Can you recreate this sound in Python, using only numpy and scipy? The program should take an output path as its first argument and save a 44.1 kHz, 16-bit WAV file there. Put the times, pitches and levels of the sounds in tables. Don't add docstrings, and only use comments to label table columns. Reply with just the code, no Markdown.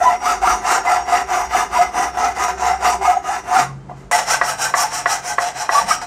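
import sys
import numpy as np
from scipy import signal
from scipy.fft import rfft, irfft, next_fast_len
from scipy.io import wavfile
from scipy.ndimage import uniform_filter1d

SR = 44100
rng = np.random.default_rng(int(sys.argv[2]) if len(sys.argv) > 2 else 0)


def undo_db(level):
    steps = np.asarray(level, float) / 20
    return 10 ** steps


def generate_wav(signal):
    frames = np.transpose(np.atleast_2d(signal))
    scaled = np.clip(frames, -1, 1) * 32767
    pcm = np.round(scaled).astype(np.int16)
    wavfile.write(sys.argv[1], SR, pcm)


N = 267246
T = np.arange(N) / SR
SECOND_BOUT_S = 4.1125

# frequency in Hz, width in Hz, resting level in dB.
HUM_LINES = [
    (50.5, 16, -50.5),
    (136.6, 5.2, -68),
    (186, 21, -57),
    (214.5, 11, -58),
    (385, 16, -66),
]
# peak time in seconds, level in dB, rise in seconds, fall in seconds.
HUM_SWELLS = [
    [(.04, -37.5, .05, 0.069), (.5, -31, 0.095, 0.058), (1.65, -43, 0.25, 0.46), (3.72, -51, .06, 0.079), (4.05, -43, 0.059, 0.065), (4.36, -48, .08, 0.05), (5.85, -51, 0.12, 0.078)],
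    [(3.63, -37, .03, .05), (3.71, -34, 0.039, 0.061), (3.79, -38, .05, .02), (3.89, -42, .02, .02), (3.97, -37, 0.045, .05), (4.3, -47, .25, 2.5)],
    [(1.7, -50, .5, 0.67), (3, -48.5, .5, 0.044), (3.62, -44.5, 0.036, 0.46), (5.86, -45, 0.048, 0.054)],
    [(.65, -51, 0.75, .1), (3.7, -58, .06, 0.26), (5.87, -48, 0.044, .04)],
    [(.33, -37, .08, .3), (1.18, -37.5, 0.092, .2), (2.55, -36, 0.088, .15), (3.03, -31, 0.095, 0.026), (3.4, -46, 0.099, .1)],
]
# time in seconds, frequency in Hz, level in dB.
ENGINE_PATH = [(1.0, 62.4, -49), (1.34, 62.8, -47), (1.51, 58.45, -44), (1.78, 63.8, -47),
               (3.08, 65.2, -38.5), (3.11, 65.3, -52), (3.6, 65, -49)]
# frequency in Hz, level in dB per Hz.
AIR_SPECTRUM = [(15, -51), (25, -26), (53, -9), (77, 6), (139, 7.5), (202, -14), (257, 6), (286, 7.5),
                (383, 3.5), (729, 1.5), (1240, -4.5), (3400, -20), (7480, -22), (11000, -37), (15000, -55)]

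# start in seconds, fastest tooth rate in Hz, cutting force in dB, frame ring over it in dB,
# place of the crest from 0 to 1.
FIRST_BOUT = [(-.02, 1017, -31, 16.5, 0.37), (.19, 1350, -26, 4.5, 0.46), (.402, 1397, -25.5, 8, 0.37),
              (.605, 1411, -22, 4, 0.59), (.826, 1327, -26.5, 13, 0.36), (1.046, 1282, -26.5, 6, 0.55),
              (1.259, 1269, -28, 8, 0.46), (1.486, 1294, -25.5, 4.5, 0.45), (1.688, 1010, -29, 7.5, 0.47),
              (1.909, 1270, -27, 6, 0.47), (2.122, 1350, -29, 10.5, 0.53), (2.343, 1273, -26, 4, 0.42),
              (2.563, 1279, -28.5, 11, 0.43), (2.784, 1263, -23.5, 4.5, 0.46), (2.996, 1244, -29, 10, .36),
              (3.215, 847.7, -33.5, 5.5, 0.46), (3.432, 1297, -23.5, 6.5, 0.55),
              (3.75, 502, -70, -18, 0.22), (3.885, 499, -62.5, 30.5, .2), (3.95, 498.6, -55, -3, 0.19),
              (4.12, 485.7, -58, 0, .5)]
SECOND_BOUT = [(4.06, 902, -19, 2, 0.48), (4.253, 1402, -18, -1.5, 0.41), (4.409, 1307, -23, -1.5, 0.51),
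               (4.571, 1492, -22, -3.5, 0.4), (4.729, 1203, -19, -2, 0.48), (4.898, 1350, -23, -4, 0.46),
               (5.047, 1298, -22, -1.5, 0.44), (5.217, 1496, -25, -4.5, 0.49), (5.367, 1306, -26, 2, 0.45),
               (5.537, 1507, -27, -2.5, .45), (5.681, 1160, -22.5, 6, 0.48), (5.855, 1504, -19.5, -6, 0.51),
               (6.005, 904, -37, 3.5, 0.27), (6.08, 891, -46, -1, .5)]
# time in seconds, unevenness from 0 to 1.
UNEVEN_BITE = [(0, 0.19), (.5, 0.29), (.7, 0.36), (2.4, 0.55), (3.1, 0.29), (4.1, 0.34), (5, 0.29),
               (5.5, 0.5), (5.77, 0.29)]
# frequency in Hz, width in Hz, level in dB.
FRAME_MODES = [
    [(722, 24, 3), (745, 24, 2), (777.3, 24.4, -0.5), (857.2, 18, -3), (877.3, 19, -3), (904, 25, -8.5)],
    [(653.5, 16, -11.5), (711.5, 15.7, 2.5), (768, 28, -4.5), (862, 18.4, 2.5), (914, 49, -16)],
]
# frequency in Hz, width in Hz, level in dB.
BLADE_MODES = [
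    [(990, 34, -2.5), (1040, 14, -4), (1190, 24, -24), (1256, 26, 0.5), (1350, 35, 0), (1368.3, 47, 2.5), (1580, 49, -17.5), (1715, 25, -3), (1950, 49, -9), (2056, 67, -2.5), (2167, 12, -15), (2434, 22, -8), (2753, 49, -14), (2837, 36, -8.5)],
    [(1176, 450, -14), (1565, 43, -1), (1720, 40, -10.5), (1997, 93, -3.5), (2410, 44, -13.5), (2494, 27, -7)],
]
# frequency in Hz, level in dB per Hz.
BLADE_BED = [
    [(120, -61), (200, -36.5), (374, -16), (610, -27), (736, -21), (1110, -13), (1260, -9), (1470, -14), (2080, -16.5), (4000, -36.5), (5200, -69), (8800, -120)],
    [(120, -55), (200, -45), (475, -7), (709, -1.5), (970, -6), (1140, -9), (2010, -6), (3530, -11), (4000, -8), (5200, -53), (8800, -120)],
]
# frequency in Hz, level in dB per Hz.
CHIP_SPECTRUM = [
    [(1760, -5), (3000, -8.5), (3260, -20), (3540, -10), (4160, -13), (4740, -7), (5300, -7.5), (5880, -2.5), (6310, -4), (9240, -12.5), (12000, -21.5), (14900, -19.5), (15800, -46)],
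    [(1760, -21), (3000, -12), (3240, -13), (3590, -40), (3930, -12.5), (4280, -15.5), (4710, -12.5), (5610, -1.5), (6310, -7), (8680, -8.5), (9700, -16.5), (14800, -27.5), (15800, -23)],
]
PATCH_HZ = [3200, 4200, 5200, 6100, 7100, 8300, 9700, 11500, 13500]
PIPE_HZ = [3636, 4853, 5305, 5470, 5545, 5690, 5900, 6110, 6604, 7575, 8470, 9390]
# width in Hz, level in dB.
PIPE_RINGS = [(25, -18), (25, -18), (12, -20), (10, -14), (9, -13), (14, -11), (11, -13), (12, -17),
              (9, -14), (20, -28), (25, -18), (12, -12)]

# start in seconds, length in seconds, pitch in Hz, level in dB.
SQUEALS = [(0.026, 0.03, 736, -13), (1.119, 0.036, 726, -11.5), (1.546, 0.025, 740, -11),
           (1.786, 0.046, 722, -10), (2.86, 0.036, 736, -14), (3.07, 0.065, 740, -8.5),
           (3.289, 0.019, 791, -15), (3.312, 0.015, 782.6, -18), (3.511, 0.075, 761, -10.5),
           (5.748, 0.052, 1157, -12), (5.908, 0.012, 1247, -10), (4.127, 0.019, 1990, -17),
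           (3.026, 0.075, 2167, -30), (0.05, 0.049, 995, -11.5), (0.423, 0.035, 760, -15),
           (1.748, 0.034, 995, -14.5), (2.231, 0.089, 770, -20), (4.119, 0.058, 718, -18.5),
           (0.063, 0.032, 1950, -25), (4.3, 0.024, 1350, -19), (4.332, 0.021, 1560, -18.5),
           (4.477, 0.027, 1307, -21), (4.65, 0.028, 1565, -21), (4.782, 0.018, 1150, -20),
           (4.835, 0.032, 871, -20), (4.873, 0.033, 876, -28), (0.476, 0.048, 1355, -19),
           (2.66, 0.047, 1260, -21), (0.263, 0.078, 1310, -19.5), (1.728, 0.031, 1248, -21.5),
           (1.81, 0.037, 1270, -19.5), (2.21, .07, 1270, -24), (2.391, 0.041, 1239, -20),
           (2.0, 0.034, 782, -19.5), (2.84, 0.031, 1263, -23), (3.585, 0.038, 754, -17),
           (3.641, 0.084, 1080, -37), (.12, 0.042, 730, -16), (3.915, 0.044, 800, -46),
           (5.11, .04, 1297, -26), (.44, .03, 950, -20), (.458, .025, 1160, -20), (.86, .04, 2050, -24),
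           (.01, .025, 735, -15), (3.165, .016, 765, -19), (3.137, .016, 750, -17), (1.585, .03, 750, -17),
           (1.3, .03, 760, -19), (2.7, .06, 760, -19)]
# start in seconds, length in seconds, pitch in Hz,
# level in dB.
CHIRPS = [(1.11, .08, 1250, -22), (1.53, .025, 1275, -22), (1.585, .05, 1280, -24), (3.05, .035, 1260, -22),
          (3.11, .04, 1270, -23), (3.04, .03, 1000, -23), (3.29, .06, 865, -25), (3.24, .06, 1260, -30),
          (3.525, .022, 1260, -19), (3.56, .018, 1400, -20), (3.592, .018, 1400, -21),
          (5.39, .11, 722, -22), (5.285, .055, 850, -25), (5.595, .05, 855, -26), (5.28, .06, 1560, -28),
          (5.12, .04, 800, -21), (5.728, .028, 900, -18), (5.798, .03, 920, -18), (5.912, .03, 1590, -24),
          (6.018, .04, 722, -30)]
# start in seconds, length in seconds, pitch in Hz, level in dB.
WHISTLES = [(.245, .03, 6050, -36), (.49, .07, 5720, -34), (2.43, .04, 5700, -34), (2.86, .05, 5690, -35),
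            (3.78, .26, 3120, -70), (.1, .2, 5680, -44), (.74, .13, 5660, -43), (.76, .1, 5545, -44),
            (.98, .12, 5665, -48), (1.2, .12, 5650, -49), (1.37, .13, 5665, -44), (2.03, .17, 5545, -46),
            (2.7, .1, 5660, -46), (2.7, .1, 5545, -49), (2.68, .12, 5305, -48), (3.54, .05, 5520, -36),
            (.26, .11, 6604, -42), (.52, .1, 6604, -42), (.78, .08, 6620, -44), (.95, .09, 6604, -44),
            (1.34, .15, 6604, -42), (2.18, .1, 6604, -44), (3.14, .06, 6604, -44), (5.71, .045, 5650, -30),
            (5.795, .04, 5650, -31), (5.9, .1, 5640, -31)]
# start in seconds, length in seconds, pitch in Hz, level in dB.
GROANS = [(5.834, .028, 195, -35), (5.868, .018, 195, -40), (5.886, .028, 195, -36)]
# time in seconds, peak in dB, mode in Hz, lull before it in dB.
SNAGS = [(0.015, -5, 730, 2), (0.032, -1, 750, 3), (0.127, -11, 733, 1), (0.215, -18, 850, 1),
         (0.255, -9, 1230, 9), (0.417, -4, 756, 9), (0.434, -5, 759, 8), (0.472, -2, 1270, 6),
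         (0.498, -4, 1260, 3), (0.648, -13, 728, 1), (0.85, -9, 753, 7), (0.871, -2, 970.6, 4),
         (1.079, -13, 725, -1), (1.301, -11, 759.3, 1), (1.369, -5, 719, 5), (1.391, -6.5, 764, 5),
         (1.416, -6, 870, 2), (1.51, -18, 774, 0), (1.551, -8, 743, 4), (1.941, -10, 832, 6),
         (1.967, -5, 738, 3), (2.171, -11, 710, 10), (2.2, -9, 728.4, 3), (2.227, -9, 738, 3),
         (2.363, -12, 844, 7), (2.482, -5, 727.5, 9), (2.574, -14, 746, 11), (2.596, -7, 748, 8),
         (2.621, -4, 727, 3), (2.749, -6, 777, -1), (2.825, -9, 815.4, 10), (2.844, -6, 726, 7),
         (3.011, -5, 780, 12), (3.049, -7, 770, 3), (3.168, -5, 770, 12), (3.241, -15, 730, 9),
         (4.281, -5, 725.5, 3), (4.597, -9.5, 804, 2), (4.629, -9, 1378, -1), (5.243, -16, 727, 4),
         (5.561, -18, 1614, 2), (5.885, -11, 786, 2)]

# time in seconds, peak in dB, contact in milliseconds, pitch ratio.
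KNOCKS = [(4.113, -9.5, 0.24, 0.88), (4.413, 0, 0.26, 0.94), (4.739, -0.5, 0.16, 0.96),
          (5.058, -1.5, 0.19, 0.95), (5.382, -1, 0.28, 0.95), (5.691, -0.5, 0.35, 0.95),
          (6.016, -19, 0.36, 0.81), (3.894, -27, 0.9, 0.79), (3.911, -23, 0.87, 0.57),
          (4.922, -18, 0.27, 0.77), (5.911, -9, 0.12, 1.1), (3.566, -6.0, 0.5, 1.15)]
# frequency in Hz, level in dB, decay time t60 in seconds.
BLOCK_MODES = [(446, -11, 0.041), (647.1, -7.5, 0.12), (750, 3, 0.065), (2700, -2, .025), (1160, 17, 0.023),
               (1790, 7.5, 0.062), (2040, 6.5, 0.057)]


def level(x):
    return x / np.sqrt(np.mean(x ** 2))


def even(x, span_s):
    k = int(span_s * SR)
    power = uniform_filter1d(uniform_filter1d(x ** 2, k), k)
    return x / np.sqrt(power + 1e-9)


def ring(x, hz, width):
    return signal.lfilter(*signal.iirpeak(hz, hz / max(width, 1), fs=SR), x)


def colour(x, points):
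    hz, db = np.transpose(points)
    size = next_fast_len(N)
    f = np.arange(size // 2 + 1) * SR / size + 1
    gain = undo_db(np.interp(np.log(f), np.log(hz), db))
    return irfft(rfft(x, size) * gain, size)[:N]


def walk(rate, size=16):
    k = int(SR / rate / size)
    held = np.repeat(rng.standard_normal(N // size // k + 2), k)
    coarse = uniform_filter1d(uniform_filter1d(held, k), k)
    return level(np.interp(np.arange(N) / size, np.arange(len(coarse)), coarse))


def shifted(x, order):
    return np.roll(x, order * (len(x) // 17))


def surroundings():
    out = undo_db(-47.5 + 3 + walk(11.0)) * level(colour(rng.standard_normal(N), AIR_SPECTRUM))
    for (hz, width, rest_db), swells in zip(HUM_LINES, HUM_SWELLS):
        line = ring(ring(rng.standard_normal(N), hz, width), hz, width)
        gain = undo_db(rest_db)
        for s, db, rise, fall in swells:
            gain = gain + undo_db(db) * np.exp(-np.abs(T - s) / np.where(T < s, rise, fall))
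        out += gain * undo_db(1.5 * walk(4)) * even(line, .07)
    s, hz, db = np.transpose(ENGINE_PATH)
    engine_hz = np.interp(T, s, hz) * (1 + 0.032 * walk(12.8))
    phase = 2 * np.pi * np.cumsum(engine_hz) / SR
    outside_s = np.maximum(np.maximum(s[0] - T, T - s[-1]), 0)
    engine_db = np.interp(T, s, db) + 2.0 * walk(9.05)
    return out + np.sqrt(2) * undo_db(engine_db) * np.exp(-outside_s / 0.17) * np.sin(phase)


def motion():
    bouts = []
    for rows in (FIRST_BOUT, SECOND_BOUT):
        start, top_hz, force_db, frame_db, crest = np.transpose(rows)
        crest_s = start[:-1] + np.diff(start) * np.clip(crest[:-1], .1, .9)
        place = np.interp(T, np.sort(np.r_[start, crest_s]), np.arange(2 * len(start) - 1) / 2)
        bouts.append((np.pi * (place % 1), top_hz[place.astype(int)],
                      np.interp(T, crest_s, force_db[:-1]), np.interp(T, crest_s, frame_db[:-1])))
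    return np.where(T < SECOND_BOUT_S, *bouts)


def efforts(stroke, bout):
    angle, top_hz, force_db, ring_db = stroke
    turn_db = ((20.2, 23.1, 22.8), (15.3, 17.6, 22.2))[bout]
    turn_power = ((1.4, 1.33, 1.08), (1.4, 1.39, 1))[bout]
    skew = np.where(angle < np.pi / 2, (1.155, 1.13)[bout], 1)
    dips = [db * (1 - np.sin(angle)) ** (power * skew) for db, power in zip(turn_db, turn_power)]
    lock_db = 1.5 * np.exp(-((top_hz * np.sin(angle) - 760) / 160) ** 2)
    blade_over_force_db, blade_share = (4.5, -0.6)[bout], (0.36, 0.53)[bout]
    frame_db = force_db + ring_db + lock_db - dips[0]
    blade_db = force_db + blade_over_force_db + blade_share * ring_db - dips[1]
    return frame_db, blade_db, force_db - dips[2]


def teeth(stroke, slowest_hz=150, scatter_db=9, wobble=.04):
    angle, top_hz = stroke[:2]
    hz = slowest_hz + (top_hz - slowest_hz) * np.sin(angle)
    phase = np.cumsum(hz * (1 + wobble * walk(60))) / SR
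    at = np.flatnonzero(np.diff(np.floor(phase)))
    chance = rng.standard_normal((12000, 2))[:len(at)]
    uneven = np.clip(np.interp(T[at], *np.transpose(UNEVEN_BITE)), 0, 1)
    when = np.clip(at + uneven * chance[:, 0] * SR / hz[at] / 2, 0, N - 2)
    size = undo_db(scatter_db * uneven * chance[:, 1])
    blows = np.zeros(N)
    np.add.at(blows, when.astype(int), size * (1 - when % 1))
    np.add.at(blows, when.astype(int) + 1, size * (when % 1))
    return blows


def woken(x, modes, rate_hz, size=16):
    wander_db, out = 2.2 * walk(14)[::size], 0
    for k, (hz, width, db) in enumerate(modes):
        near_db = 3.5 * np.exp(-((rate_hz[::size] - hz) / 140) ** 2) + shifted(wander_db, k)
        drive = np.repeat(undo_db(db + near_db), size)[:N]
        out = out + (-1) ** k * ring(x * drive, hz, width)
    return out


def shimmer(x, t60_s, share, count=3):
    t, out = T[:SR // 4], x.copy()
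    for _ in range(count):
        response = rng.standard_normal(len(t)) * 1000 ** (-t / t60_s)
        response /= np.sqrt(count * np.sum(response ** 2))
        out += share * signal.fftconvolve(x * walk(7), response)[:N]
    return out


def patchy(x):
    flare = undo_db(1.6 * walk(55) - .3) - 1
    return x + sum(shifted(flare, k) * ring(x, hz, hz / 7) for k, hz in enumerate(PATCH_HZ))


def pipe_rings(rasp, rasp_db, angle, bout):
    late_db = (-5.5, -12)[bout] + 8 * (angle / np.pi - .65)
    struck = undo_db(late_db) * 12 * rasp * np.clip((rasp_db + 56) / 12, 0, 1)
    contact = undo_db(2.5 * walk(5))
    out = 0
    for k, (hz, (width, db)) in enumerate(zip(PIPE_HZ, PIPE_RINGS)):
        out = out + undo_db(db) * ring(struck * shifted(contact, k), hz, width)
    return out


def saw():
    stroke = motion()
    tooth_hz = stroke[1] * np.sin(stroke[0])
    blows = teeth(stroke) * undo_db(0.68 * walk(110))
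    puff = signal.lfilter([1], [1, -np.exp(-1 / (0.00015 * SR))], blows)
    chips = rng.standard_normal(N) * (2.3 + level(puff)) * undo_db(0.5 * walk(40))
    scrape = level(puff - np.mean(puff)) + 0.99 * level(chips)
    catch = walk(80)
    bite, out = snags()
    treble = signal.butter(2, 8000, "high", fs=SR, output="sos")
    for bout, on in enumerate((T < SECOND_BOUT_S, T >= SECOND_BOUT_S)):
        frame_db, blade_db, rasp_db = efforts(stroke, bout)
        frame = even(woken(scrape, FRAME_MODES[bout], tooth_hz), 0.025)
        bed = level(shimmer(colour(scrape, BLADE_BED[bout]), 0.097, 0.65))
        blade = even(level(woken(scrape, BLADE_MODES[bout], tooth_hz)) + 0.72 * bed, 0.018)
        steel = shimmer(colour(chips, CHIP_SPECTRUM[bout]), .04, .6)
        rasp = undo_db(rasp_db + 1.37 * catch) * patchy(even(steel, 0.012))
        rasp += (undo_db(0.14 * (rasp_db + 23.0)) - 1) * signal.sosfilt(treble, rasp)
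        pipe = pipe_rings(rasp, rasp_db, stroke[0], bout)
        body = undo_db(frame_db + 0.68 * catch) * frame + undo_db(blade_db + 1.23 * catch) * blade
        out += on * (bite * body + bite ** .4 * rasp + pipe)
    return signal.sosfilt(signal.butter(4, 192, "high", fs=SR, output="sos"), out)


def handle():
    angle, _, force_db, _ = motion()
    line = ring(ring(rng.standard_normal(N), 382, 52), 382, 52)
    swell_db = force_db + 21.5 - 14 * np.cos(angle) ** 2
    return undo_db(np.where(T < SECOND_BOUT_S, -38, -52) + 0.3 * swell_db) * even(line, .07)


def squeals():
    out, waver, throb = np.zeros(N), 0.011 * walk(50), undo_db(2.2 * walk(90))
    for s, length, hz, db in SQUEALS + CHIRPS + WHISTLES + GROANS:
        span = slice(int(s * SR), int((s + length) * SR))
        u = (T[span] - s) / length
        shape = np.clip(np.minimum(u / 0.18, (1 - u) / 0.22), 0, 1)
        pitch = hz + min(hz, 1300) * waver[span] - 22 * (1 - u) ** 2
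        out[span] += undo_db(db + 2.5) * shape * throb[span] * np.sin(2 * np.pi * np.cumsum(pitch) / SR)
    return out


def snags():
    gain_db, out, t = np.zeros(N + SR), np.zeros(N + SR), T[:SR // 8]
    lull_s, surge_s, t60_s = 0.0057, 0.0078, 0.072
    for s, db, hz, lull_db in SNAGS:
        i = int(s * SR)
        gain_db[max(i - len(t), 0):i] -= lull_db * np.exp(-t[:i][::-1] / lull_s)
        gain_db[i:i + len(t)] += lull_db * 0.25 * np.exp(-t / surge_s)
        envelope = 1000 ** (-t / t60_s) * (1 - np.exp(-t / .002))
        out[i:i + len(t)] += undo_db(db - 6.5) * np.sin(2 * np.pi * hz * t) * envelope
    return undo_db(gain_db[:N]), out[:N]


def knocks():
    t, out = T[:int(.15 * SR)], np.zeros(N + SR)
    rebound_s, seated_s = .0065, .0105
    late = int(rebound_s * SR)
    chances = rng.standard_normal((len(KNOCKS), len(BLOCK_MODES)))
    for (s, db, ms, pitch), chance in zip(KNOCKS, chances):
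        body, rebound = np.zeros(len(t)), np.zeros(len(t))
        for (hz, mode_db, t60), c in zip(BLOCK_MODES, chance):
            mode = np.sin(2 * np.pi * hz * pitch * t) * 1000 ** (-t / t60)
            body -= undo_db(mode_db + 1.5 * c) * mode
            if t60 > .03:
                rebound += undo_db(mode_db) * mode
        body[late:] += undo_db(-5) * rebound[:-late]
        body *= undo_db(-6 * np.clip((t - seated_s) / .002, 0, 1))
        scuff = rng.standard_normal(len(t))
        for _ in range(3):
            scuff = ring(scuff, 1150, 1100)
        scuff = level(scuff) * np.exp(-t / .014)
        body = body / np.abs(body).max() + undo_db(-14 - 6) * scuff
        push = np.hanning(int(max(ms, .05) * SR / 1000) + 3)
        body = np.convolve(body * (1 - np.exp(-t / 0.00041)), push)
        i = int(s * SR)
        out[i:i + len(body)] += undo_db(db) * body / np.abs(body).max()
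    return signal.sosfilt(signal.butter(4, 360, "high", fs=SR, output="sos"), out[:N])


def walls(near):
    t = T[:SR // 2]
    dull = signal.butter(1, 7000, fs=SR, output="sos")
    tail = signal.sosfilt(dull, rng.standard_normal(len(t))) * 1000 ** (-t / 0.29) * (t > .004)
    return undo_db(-14) * signal.fftconvolve(near, tail / np.sqrt(np.sum(tail ** 2)))[:N]


def scene():
    near = saw() + handle() + knocks() + squeals()
    return (near + walls(near) + surroundings())[None]


def band_limit(x):
    return signal.sosfilt(signal.butter(12, 15930, fs=SR, output="sos"), x)


def record(dry):
    x = signal.sosfilt(signal.butter(4, 38, "high", fs=SR, output="sos"), dry)
    rounded = np.tanh(0.87 * x) / 0.91
    mix = signal.sosfilt(signal.ellip(10, .2, 60, 15560, fs=SR, output="sos"), rounded)
    return band_limit(mix)


dry = scene()
out = record(dry)
generate_wav(out)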